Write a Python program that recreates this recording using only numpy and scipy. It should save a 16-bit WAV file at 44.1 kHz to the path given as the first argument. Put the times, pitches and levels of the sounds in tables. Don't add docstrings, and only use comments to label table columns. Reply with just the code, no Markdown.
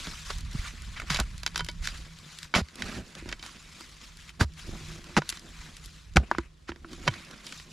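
import sys
import numpy as np
from scipy import signal
from scipy.fft import rfft, irfft, next_fast_len
from scipy.io import wavfile
from scipy.ndimage import uniform_filter1d, map_coordinates

SR = 44100
rng = np.random.default_rng(int(sys.argv[2]) if len(sys.argv) > 2 else 0)


def put_to_file(sound):
    columns = np.atleast_2d(sound).T
    safe = np.clip(columns, -1, 1)
    whole_steps = np.round(safe * 32767)
    wavfile.write(sys.argv[1], SR, whole_steps.astype(np.int16))


N = 340452

# (pitch [Hz], level [dB], time to fade by 60 dB when free of soil [s])
BLADE_TONES = [(613, -8.5, 0.041), (972, -7, 0.075), (1340, -9.5, 0.023), (1470, -13.5, 0.1),
               (2024, -9.5, 0.038), (2253, -9.5, 0.075), (3106, -9, 0.07), (3517, -7.5, 0.042),
               (3910, -5, 0.05), (4496, -8.5, .05), (4940, -7, 0.037), (5600, -10.5, 0.037),
               (6940, -13.5, 0.031)]
# (pitch [Hz], width [Hz], level [dB])
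SHAFT_TONES = [(240, 50, -5), (338, 36, 2), (520, 60, -14)]
# (frequency [Hz], level [dB])
CLOD_COLOUR = [(65, -10.5), (110, -6), (198, 2.5), (330, -8.5), (482, -10), (782, -10.5), (900, -22),
               (1170, -36.5), (1980, -120)]
# (time [s], level [dB])
PATTER = [(0, -58.5), (1.3, -55.5), (1.78, -60), (2.5, -61.5), (2.7, -60), (3.6, -67.5), (4.5, -63),
          (5.5, -58.5), (6.12, -64), (6.45, -71.5), (6.55, -71), (6.8, -65.5), (7.72, -71)]
FIZZ_FOLLOWS = 0.77
BAND_SPREAD = np.array([[1], [-1]]) * np.array([.12, .22, .25, .45])[:, None, None]


def amp(db):
    return 10 ** (np.asarray(db) / 20)


def unit(x):
    return x / np.sqrt(np.mean(np.abs(x) ** 2) + 1e-20)


def along(points, hz):
    freqs, values = np.transpose(points)
    return np.interp(np.log(hz + 1), np.log(freqs + 1), values)


def gain_curve(points):
    return amp(np.interp(np.arange(N) / SR, *np.transpose(points)))


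def wobble(rate):
    return map_coordinates(rng.standard_normal(int(N * rate / SR) + 4), [np.arange(N) * rate / SR])


def sides(pan_db):
    return amp(np.vstack([pan_db / 2, -pan_db / 2]))


def above(hz, corner_hz):
    return 1 - 1 / (1 + (hz / corner_hz) ** 6)


def swell(start, rise_s, hold_s, fall_s):
    t = np.arange(N // 32 + 1) * 32 / SR - start
    return amp(-12 * (np.maximum(-t, 0) / rise_s + np.maximum(t - hold_s, 0) / fall_s))


def together(swells):
    total = np.atleast_2d(np.sqrt(np.sum(np.square(swells), axis=0)))
    return np.array([np.interp(np.arange(N) / 32, np.arange(len(row)), row) for row in total])


def colour(x, gain):
    taps = 2 ** 15
    cepstrum = irfft(np.log(unit(gain(np.fft.rfftfreq(taps, 1 / SR))) + 1e-6), taps)
    cepstrum[1:taps // 2] *= 2
    cepstrum[taps // 2 + 1:] = 0
    response = irfft(np.exp(rfft(cepstrum)), taps)
    size = next_fast_len(N + taps)
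    return irfft(rfft(x, size) * rfft(response, size), size)[..., :N]


def resonance(tones, hz):
    return np.sqrt(sum(np.abs(amp(db) * hz * width / (pitch ** 2 - hz ** 2 + 1j * hz * width)) ** 2
                       for pitch, width, db in tones))


def blade(hz, damping):
    tones = [(pitch, damping * np.log(1000) / np.pi / fade_s, db) for pitch, db, fade_s in BLADE_TONES]
    return resonance(tones, hz)


def gritty(shape, per_second, spread_db, share):
    size_db = spread_db * np.clip(rng.standard_normal(shape), -2, 2)
    grains = (rng.random(shape) < per_second / SR) * amp(size_db) * np.sign(rng.standard_normal(shape))
    return np.sqrt(share) * unit(grains) + np.sqrt(1 - share) * rng.standard_normal(shape)


def patchy(x, depth_db):
    spectra = signal.stft(x, nperseg=256)[2]
    patches = uniform_filter1d(rng.standard_normal(spectra.shape[-2:]), size=3, axis=0)
    patches = uniform_filter1d(patches, size=6, axis=1)
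    return signal.istft(spectra * amp(depth_db * unit(patches)), nperseg=256)[1][..., :N]


def stereo(mid, side, spectrum):
    # (frequency [Hz], likeness [0-1])
    likeness = [(30, 0.98), (90, 0.94), (400, 0.96), (2000, 0.82), (8000, 0.86), (15000, 0.43)]
    angle = lambda hz: np.arccos(along(likeness, hz)) / 2
    mid_gain = lambda hz: amp(along(spectrum, hz)) * np.cos(angle(hz))
    side_gain = lambda hz: amp(along(spectrum, hz)) * np.sin(angle(hz))
    hz = np.fft.rfftfreq(4096, 1 / SR)
    width = np.linalg.norm(side_gain(hz)) / np.linalg.norm(mid_gain(hz))
    mid = unit(colour(mid, mid_gain))
    side = width * unit(colour(side, side_gain))
    return np.array([mid + side, mid - side])


def soil():
    # (time [s], rise [s], hold [s], fall [s], dull [dB], bright [dB], clods [dB], pan [dB])
    slides = [(0, 0.024, 0.033, 0.14, -45.5, -42, -54, .5), (0.093, 0.058, 0.12, .05, -51.5, -47, -61.5, 1),
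              (0.27, 0.043, 0.065, 0.072, -46, -42.5, -57, 0.5),
              (0.554, 0.071, 0.071, .04, -48.5, -47.5, -57, 0.5),
              (0.672, 0.076, .003, 0.032, -40.5, -41, -65, -1.5),
              (0.738, 0.065, .28, .03, -57, -55.5, -65, 1.5), (1.074, 0.013, 0.15, 0.027, -46, -51, -60, 0),
              (1.826, 0.018, 0.13, 0.17, -50.5, -48.5, -58.5, .5),
              (2.321, 0.25, 0.13, 0.037, -54, -50.5, -70, 2),
              (2.797, 0.041, 0.18, 0.049, -44.5, -46.5, -48, -2),
              (3.053, .03, .06, .1, -58.5, -55.5, -52.5, -3),
              (3.164, 0.027, 0.032, .04, -48, -52.5, -50, -1),
              (3.283, 0.064, 0.036, .05, -50, -52, -47.5, -1),
              (3.447, 0.042, 0.0037, 0.18, -48.5, -47, -51.5, -1.5),
              (3.824, 0.38, .003, 0.27, -54, -50, -55.5, 1),
              (4.032, 0.051, .003, 0.14, -53, -49.5, -56.5, 1),
              (4.197, 0.023, .11, 0.015, -55.5, -54, -57, 2.5),
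              (4.593, 0.025, .003, 0.06, -47, -45, -59, 3.5),
              (4.68, 0.095, 0.28, 0.085, -51, -49.5, -52.5, 1),
              (5.07, .1, 0.12, 0.034, -52.5, -55, -51.5, 0), (5.32, 0.077, .04, 0.029, -48, -47, -67, 0),
              (5.658, 0.28, .003, .08, -51.5, -51, -68, 1), (5.784, 0.25, 0.18, 0.091, -60, -55.5, -69, 1),
              (6.2, .03, 0.24, 0.044, -56.5, -62, -61, 4), (6.32, .01, 0.047, 0.025, -54, -66, -56, 0),
              (6.918, 0.045, .003, 0.17, -53, -51, -58, 0),
              (7.04, 0.042, 0.092, 0.55, -48.5, -50.5, -49, -1),
              (7.463, 0.044, .13, 0.076, -54, -47.5, -70, 1), (7.72, .02, .003, .02, -64, -47, -70, -2)]
    # (time [s], level [dB], fall [s])
    tumbles = [(.076, -43, 0.015), (.551, -49, 0.026), (2.066, -50, 0.049), (2.21, -57, 0.13),
               (2.842, -35, .08), (2.97, -33.5, 0.041), (4.46, -48, .02), (4.698, -55, 0.043),
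               (4.924, -48.5, .12), (5.41, -52.5, 0.29), (6.2, -42, 0.033), (6.41, -50, .01),
               (6.73, -55, 0.036), (6.842, -54.5, .15), (7.08, -38, 0.048), (7.46, -54.5, .04)]
    # (frequency [Hz], level [dB])
    rustle_colour = [(290, -47), (500, -14.5), (553, -17), (816, -13), (999, -6), (1110, -3.5), (1240, -4),
                     (2180, -1.5), (2510, 2), (5170, -5.5), (10200, -10.5), (12500, -23), (15700, -48.5)]
    dull_swells, bright_swells, clod_swells = [], [], []
    for *timing, dull_db, bright_db, clods_db, pan_db in slides:
        shape = swell(*timing)
        dull_swells.append(amp(dull_db) * sides(pan_db) * shape)
        bright_swells.append(amp(bright_db) * sides(pan_db) * shape)
        clod_swells.append(amp(clods_db) * shape)
    clod_swells += [amp(db) * swell(start, 0.035, 0, fall_s) for start, db, fall_s in tumbles]
    patter = gain_curve(PATTER)
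    dull_gain = np.hypot(together(dull_swells), patter * sides(1))
    bright_gain = np.hypot(together(bright_swells), patter * amp(1.5) * sides(1))
    clod_gain = np.hypot(together(clod_swells), patter * amp(-6.5))

    clumps = amp(0.29 * wobble(35) + 0.97 * wobble(120))
    grains = [gritty(N, 1800, spread_db=2.5, share=0.49) * clumps for _ in range(2)]
    rustle = stereo(*patchy(grains, depth_db=2.5), rustle_colour)
    grating = lambda hz: 1.3 + blade(hz, damping=1.4)
    dull = unit(colour(rustle, lambda hz: (1 - above(hz, 2800)) * grating(hz)))
    bright = unit(colour(rustle, lambda hz: above(hz, 2800) * grating(hz)))

    lumps = amp(4.7 * wobble(30))
    clods = gritty(N, 120, spread_db=2.0, share=0.56) * lumps
    clods = stereo(clods, rng.standard_normal(N) * lumps, CLOD_COLOUR)
    clods = unit(colour(clods, lambda hz: .8 + resonance(SHAFT_TONES, hz)))
    return dull_gain * dull + bright_gain * bright + clod_gain * sides(-1.3) * clods


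def low_rumbles():
    # (time [s], level [dB])
    breeze = [(0, -52), (1, -45.5), (2, -49), (2.15, -63), (3, -64), (4, -54), (5, -50), (6, -59.5),
              (6.64, -64.5), (7, -64), (7.72, -58)]
    # (time [s], peak [dB], rise and fall [s])
    rumbles = [(0, -39, 0.045), (.116, -40, 0.066), (.352, -41, 0.053), (.45, -34, 0.16), (.596, -41, 0.21),
               (.882, -34.5, 0.088), (1.16, -36, 0.27), (1.326, -45, 0.11), (1.63, -36.5, 0.05),
               (1.82, -38.5, 0.24), (2.199, -58, 0.081), (2.456, -50, 0.02), (2.856, -40.5, 0.054),
               (2.99, -36, 0.044), (3.29, -40.5, 0.095), (3.55, -55, 0.093), (4, -57, 0.2),
               (4.22, -59, 0.098), (4.69, -37.5, 0.054), (4.884, -40.5, 0.15), (5.26, -57, .08),
               (5.606, -45.5, 0.13), (5.882, -47, 0.11), (6.12, -43, 0.086), (6.35, -45.5, 0.14),
               (6.9, -47, .25), (7.02, -44, 0.13), (7.17, -49, 0.046), (7.348, -51, 0.068),
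               (7.568, -53, 0.11)]
    # (frequency [Hz], level [dB])
    rumble_colour = [(8.8, -16), (15, -8.5), (32, 4), (53, 3.5), (188, -16), (250, -23), (320, -67),
                     (550, -120)]
    lumps = amp(0.93 * wobble(9))
    mid, side = rng.standard_normal((2, N)) * lumps
    surges = together([amp(db) * swell(start, width_s, 0, width_s) for start, db, width_s in rumbles])
    return np.hypot(surges, gain_curve(breeze)) * sides(-2.0) * stereo(mid, side, rumble_colour)


def far_motor():
    # (pitch [Hz], width [Hz], level [dB])
    tones = [(78.6, 19, -4), (156.4, 18.6, 0.5)]
    hum = colour(rng.standard_normal(N), lambda hz: resonance(tones, hz) ** 2)
    return amp(-57.5 + 3.05 * wobble(2.65)) * unit(hum)


def open_air():
    # (frequency [Hz], level [dB])
    hiss_colour = [(150, -33.5), (250, 3.5), (870, -14.5), (1030, -9.5), (2220, -16.5), (3140, -17),
                   (5000, -20.5), (10000, -22), (15700, -53)]
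    return amp(-66.5) * colour(rng.standard_normal((2, N)), lambda hz: amp(along(hiss_colour, hz)))


def crunch(bands):
    # (frequency [Hz], level [dB])
    strike_colour = [(240, -43.5), (400, -4), (488, -9.5), (1520, 4.5), (1800, 2.5), (2230, -2), (2690, -2),
                     (3490, -10), (10500, -15), (13100, -33.5), (15700, -62.5)]
    steel = lambda hz: amp(along(strike_colour, hz)) * (.5 + blade(hz, damping=3.5))
    dull, bite, bright, fizz = bands[..., :N]
    return (colour(dull, lambda hz: steel(hz) * (1 - above(hz, 1610)))
            + colour(bite, lambda hz: steel(hz) * above(hz, 1540) * (1 - above(hz, 3630)))
            + colour(bright, lambda hz: steel(hz) * above(hz, 3400) * (1 - above(hz, 7100)))
            + amp(-9.5) * colour(fizz, lambda hz: steel(hz) * above(hz, 7100)))


def clink(t, dull_db, bright_db, damping):
    hz, tone_db, fade_s = np.transpose(BLADE_TONES)[:, :, None]
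    strength_db = 2.5 * rng.standard_normal(hz.shape)
    phase = 2 * np.pi * rng.random(hz.shape)
    contact_db = 0.86 * bright_db * above(hz, 3500) + dull_db * (1 - above(hz, 2000))
    fade = amp(tone_db + contact_db + strength_db - 60 * damping * t / fade_s)
    return np.sum(fade * np.sin(2 * np.pi * hz * t + phase), axis=0) * (1 - np.exp(-t / 0.0025))


def pebbles(count):
    chance = np.array([(rng.random(), rng.standard_normal()) for _ in range(count)])
    times = chance[:, 0] * N / SR
    levels_db = np.interp(times, *np.transpose(PATTER)) + 9 + 2.5 * chance[:, 1]
    tone_db = (-11.5, -13, 6, -11)
    return [(start, db, *tone_db) for start, db in zip(times, levels_db)]


def knocks():
    # (time [s], crack [dB], shaft [dB], dull [dB], bright [dB], ring [dB])
    hits = [(.0696, -35, 0, -4.5, -0.5, 3), (.3033, -37, -29, 8.5, -5, -22), (.82, -52, -17, -15, 9, -15),
            (.847, -53, -10, -11, 3, -22), (.9715, -31, -27, -20, -15, 2), (.9984, -20, -32, -16, -20, -11),
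            (1.018, -30.5, -24, -7, -9.5, -12), (1.102, -21, -25, -10, -4, -0.5),
            (1.1449, -29.5, -21, -3, 3, 7.5), (1.1601, -22.5, -27, -11, -5, -3),
            (1.1698, -24, -21, -12, -1.5, -8), (1.1996, -24, -16, -6, 4.5, -8.5),
            (1.4324, -30.5, -20, -6.5, -1, -9), (1.463, -15.5, -27, -9.5, -3.5, -8),
            (1.4757, -28.5, -16, -10, -2, -11), (1.5447, -39, -10, -5, -1.5, 0),
            (1.5583, -18.5, -23, -9.5, -3, -8), (1.5769, -29.5, -9, -5, 4.5, -6),
            (1.5931, -26, -22, -4, -7.5, 7), (1.6058, -26.5, -13, -0.5, -5, -6.5),
            (1.6623, -33, -18, -12, -13, -11), (1.6864, -24, -10, -6.5, -4.5, 1.5),
            (1.8547, -32.5, -30, -18, -1, -35), (1.8728, -21.5, -35, -19, -2, -11.5),
            (1.8859, -29, -27, -10, -6, -16), (2.3868, -40, -20, -28, 4, -17),
            (2.4296, -34, -24, -27, 1.5, -8), (2.5393, -14.5, -6.5, -5.5, -17, 9),
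            (2.5497, -12, -17, -8, -22, -4), (2.6846, -35, -15, -29, -8.5, -31),
            (2.7558, -44, 5, -13, 5.5, -2), (2.821, -21.5, -24, -17, -5.5, -2),
            (3.1514, -38.5, -11, -5, 1, -3), (3.2237, -49.5, 17.5, -8, -15, -10),
            (3.2577, -40.5, 13.5, -3, -17, -6), (3.2894, -36.5, -7, -9, 0.5, 8),
            (3.3151, -29, -11, -8, -12, -5), (3.3254, -18.5, -15, -13, -11, 1),
            (3.3937, -45, -2, -17, -2, 14.5), (3.4266, -36, -12, -11, -2.5, 8.5),
            (3.4375, -42, -11, -1, -0.5, -7), (3.4623, -41, -9, -10, 2, 0), (3.8078, -39.5, 2, 0.5, 2, -21),
            (4.2925, -38.5, -18, -29, -3.5, -3), (4.409, -20, 1, 7.5, -26, -17),
            (4.69, -42.5, 17, -18, -10, -10), (5.1662, -14, -2, -3, -12, -1),
            (5.219, -29.5, -10, -2, -13, 3), (5.291, -27.5, -30, -20, 6, -20),
            (5.3248, -30, -8.5, -15, -6.5, -7), (5.3717, -38.5, -13, -3.5, 0, 1),
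            (5.7671, -46, -8, -22, 6, -10), (5.8588, -53, -6, -15, 12, -11),
            (6.1685, -6, -19, -1, -8.5, -9.5), (6.3132, -23.5, 3, 10.5, -10.5, -7.5),
            (6.3485, -37, -7, 8, -16, -11), (6.3834, -26, 14, 6, -6.5, -2),
            (6.6912, -30, 9.5, -1, -12.5, -15), (6.718, -31.5, 1, -9, -19, -2),
            (6.7598, -41.5, 0, -7, -8.5, -6), (6.8455, -42.5, 10, 6, -28, -4),
            (6.931, -41, 13, -2.5, 0.5, -8), (7.0768, -12, -13, -5, -12, 5),
            (7.138, -31.5, -12, -14, -12, 4), (7.3106, -42, 3, -4, 0.5, -1),
            (7.4664, -42.5, -24, -8, 5.5, 11), (7.5234, -29, -20, -12, -3.5, -10),
            (7.5986, -35, -19, -9.5, -7, -4)]
    bands = np.zeros((4, 2, N + SR))
    wood, ring = np.zeros((2, 2, N + SR))
    t = np.arange(SR // 10) / SR
    crack, crumble = amp(-60 * t / 0.012), amp(-17 - 60 * t / 0.053)
    snap = np.exp(-t / 0.00057)
    force = (crack + crumble) * (1 - snap) * (1 + 1.71 * snap)
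    for start, db, shaft_db, dull_db, bright_db, ring_db in hits + pebbles(count=40):
        at = round(start * SR)
        pan = sides(-1.3 + 1.5 * rng.standard_normal())
        grit = np.sign(rng.standard_normal((4, 1, len(t)))) + BAND_SPREAD * rng.standard_normal(len(t))
        bands_db = np.array([dull_db + 1, -4, bright_db + 0.5, (1 + FIZZ_FOLLOWS) * bright_db + 3.5])
        bands[..., at:at + len(t)] += amp(db + bands_db)[:, None, None] * force * pan * grit
        wood[:, at + 60] += amp(db + shaft_db + 14) * pan[:, 0]
        damping = 1.8 if start > 2.3 else 1
        ring[:, at:at + len(t)] += amp(db + ring_db) * pan * clink(t, dull_db, bright_db, damping)
    hollow = colour(wood[:, :N], lambda hz: resonance(SHAFT_TONES, hz) / (1 + (hz / 700) ** 2))
    return crunch(bands) + hollow + ring[:, :N]


def ground_thuds():
    # (time [s], pitch [Hz], level [dB], time to fade by 60 dB [s])
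    thuds = [(.07, 160, -27.5, 0.071), (0.55, 123, -15.5, 0.045), (0.592, 44, -18, 0.098),
             (1.105, 144, -20.5, 0.098), (1.204, 55.7, -19.5, 0.22), (2.563, 75.4, -7.5, 0.026),
             (2.617, 70, -18.5, 0.083), (4.407, 215.4, -17.5, 0.075), (4.414, 78.5, -3.5, 0.043),
             (4.445, 69.6, -21, 0.16), (5.172, 147.6, -14, 0.098), (5.167, 671, -9.5, 0.019),
             (6.158, 138.7, -11.5, 0.11), (6.172, 63, -6.5, 0.13), (6.215, 66, -27, 0.076),
             (6.39, 63.5, -26, 0.16), (6.698, 67.7, -32.5, 0.14), (7.077, 131, -18.5, 0.085),
             (7.089, 95, -25, 0.13)]
    out, t = np.zeros(N + SR), np.arange(SR // 3) / SR
    for start, hz, db, fade_s in thuds:
        cycles = hz * (t + 0.0028 * (1 - np.exp(-t / 0.0049)))
        gain = amp(db - 60 * t / fade_s) * (1 - np.exp(-t / 0.0026))
        out[round(start * SR):][:len(t)] -= gain * np.sin(2 * np.pi * cycles)
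    return out[:N] * sides(-0.85)


def chops():
    # (time [s], length [s], share spent rising [0-1],
    # dull [dB], bite [dB], bright [dB], earth [dB], pan [dB])
    cuts = [(0.289, 0.034, 0.49, -33.5, -38.5, -37, -67, 1.5),
            (0.952, 0.11, 0.13, -49, -41.5, -52, -78.5, 1), (1.097, 0.12, 0.01, -36, -33.5, -32, -50, 1),
            (1.184, 0.037, 0.17, -28.5, -34, -38, -33.5, -1.5),
            (1.558, .07, 0.17, -46.5, -45, -41.5, -57, 0), (1.821, 0.1, 0.25, -55, -41, -38, -63, 1),
            (2.538, 0.082, 0.22, -27, -25.5, -26, -27, -1.5),
            (4.39, 0.061, 0.33, -27, -31.5, -29, -35, -1.5),
            (5.163, 0.033, 0.37, -22.5, -23.5, -25.5, -20, 0.5), (5.291, 0.019, 0.5, -62, -40, -29, -51, 1),
            (6.158, 0.024, 0.12, -24, -27, -27.5, -18.5, 1.5),
            (6.667, 0.049, 0.51, -43, -41, -45.5, -64.5, -1),
            (7.063, 0.028, 0.7, -28, -27, -30.5, -28.5, -1)]
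    bands, earth = np.zeros((4, 2, N + SR)), np.zeros((2, N + SR))
    for start, length_s, rise, dull_db, bite_db, bright_db, earth_db, pan_db in cuts:
        at, n = round(start * SR), round(length_s * SR)
        progress = np.arange(n) / (length_s * SR)
        rise = max(rise, .02)
        fall = amp(-18 * (progress - rise) / (1 - rise)) * np.sqrt(np.clip(4 * (1 - progress), 0, 1))
        force = np.minimum((progress / rise) ** 2, fall)
        fizz_db = bright_db + FIZZ_FOLLOWS * (bright_db - bite_db)
        gains = amp([dull_db, bite_db, bright_db, fizz_db])[:, None, None]
        grit = gritty((4, 1, n), 1600, spread_db=4, share=0.29) + BAND_SPREAD * rng.standard_normal(n)
        bands[..., at:at + n] += gains * force * sides(pan_db) * grit
        lumps = gritty(n, 400, spread_db=2.0, share=0.9)
        earth[:, at:at + n] += amp(earth_db) * np.sin(np.pi * progress) * sides(pan_db) * lumps
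    return crunch(bands) + colour(earth[:, :N], lambda hz: amp(along(CLOD_COLOUR, hz)))


def shaft_hum():
    # (time [s], rise [s], hold [s], fall [s], level [dB])
    pulls = [(3.197, .1, 0.085, 0.036, -62), (4.68, .03, .02, 0.086, -55), (4.895, 0.12, 0.32, .05, -58),
             (6.706, .01, .03, 0.048, -56), (6.866, 0.022, 0.23, 0.11, -53)]
    gain = together([amp(db) * swell(*timing) for *timing, db in pulls])
    shake = gritty(N, 83, spread_db=-2, share=0.69)
    return gain * sides(-1.1) * unit(colour(shake, lambda hz: resonance(SHAFT_TONES, hz) ** 2))


def scene():
    digging = chops() + knocks() + ground_thuds() + shaft_hum() + soil()
    return digging + low_rumbles() + far_motor() + open_air()


def record(dry):
    # (frequency [Hz], gain [dB])
    treble = [(7500, -0.5), (8200, -5.5), (10600, -4.5), (11400, -5), (15000, 10.5)]
    # (frequency [Hz], pan [dB])
    balance = [(200, 0), (700, -1.2), (3000, -0.5), (8000, 1), (15000, 2)]
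    ceiling, top_hz = 0.8, 15750
    size = next_fast_len(N + 4096)
    hz = np.fft.rfftfreq(size, 1 / SR)
    rounded = dry / (1 + np.abs(dry / ceiling) ** 4) ** (1 / 4)
    response = amp(along(treble, hz)) * sides(along(balance, hz)) * (hz < top_hz)
    return irfft(rfft(rounded, size) * response, size)[:, :N]


dry = scene()
out = record(dry)
put_to_file(out)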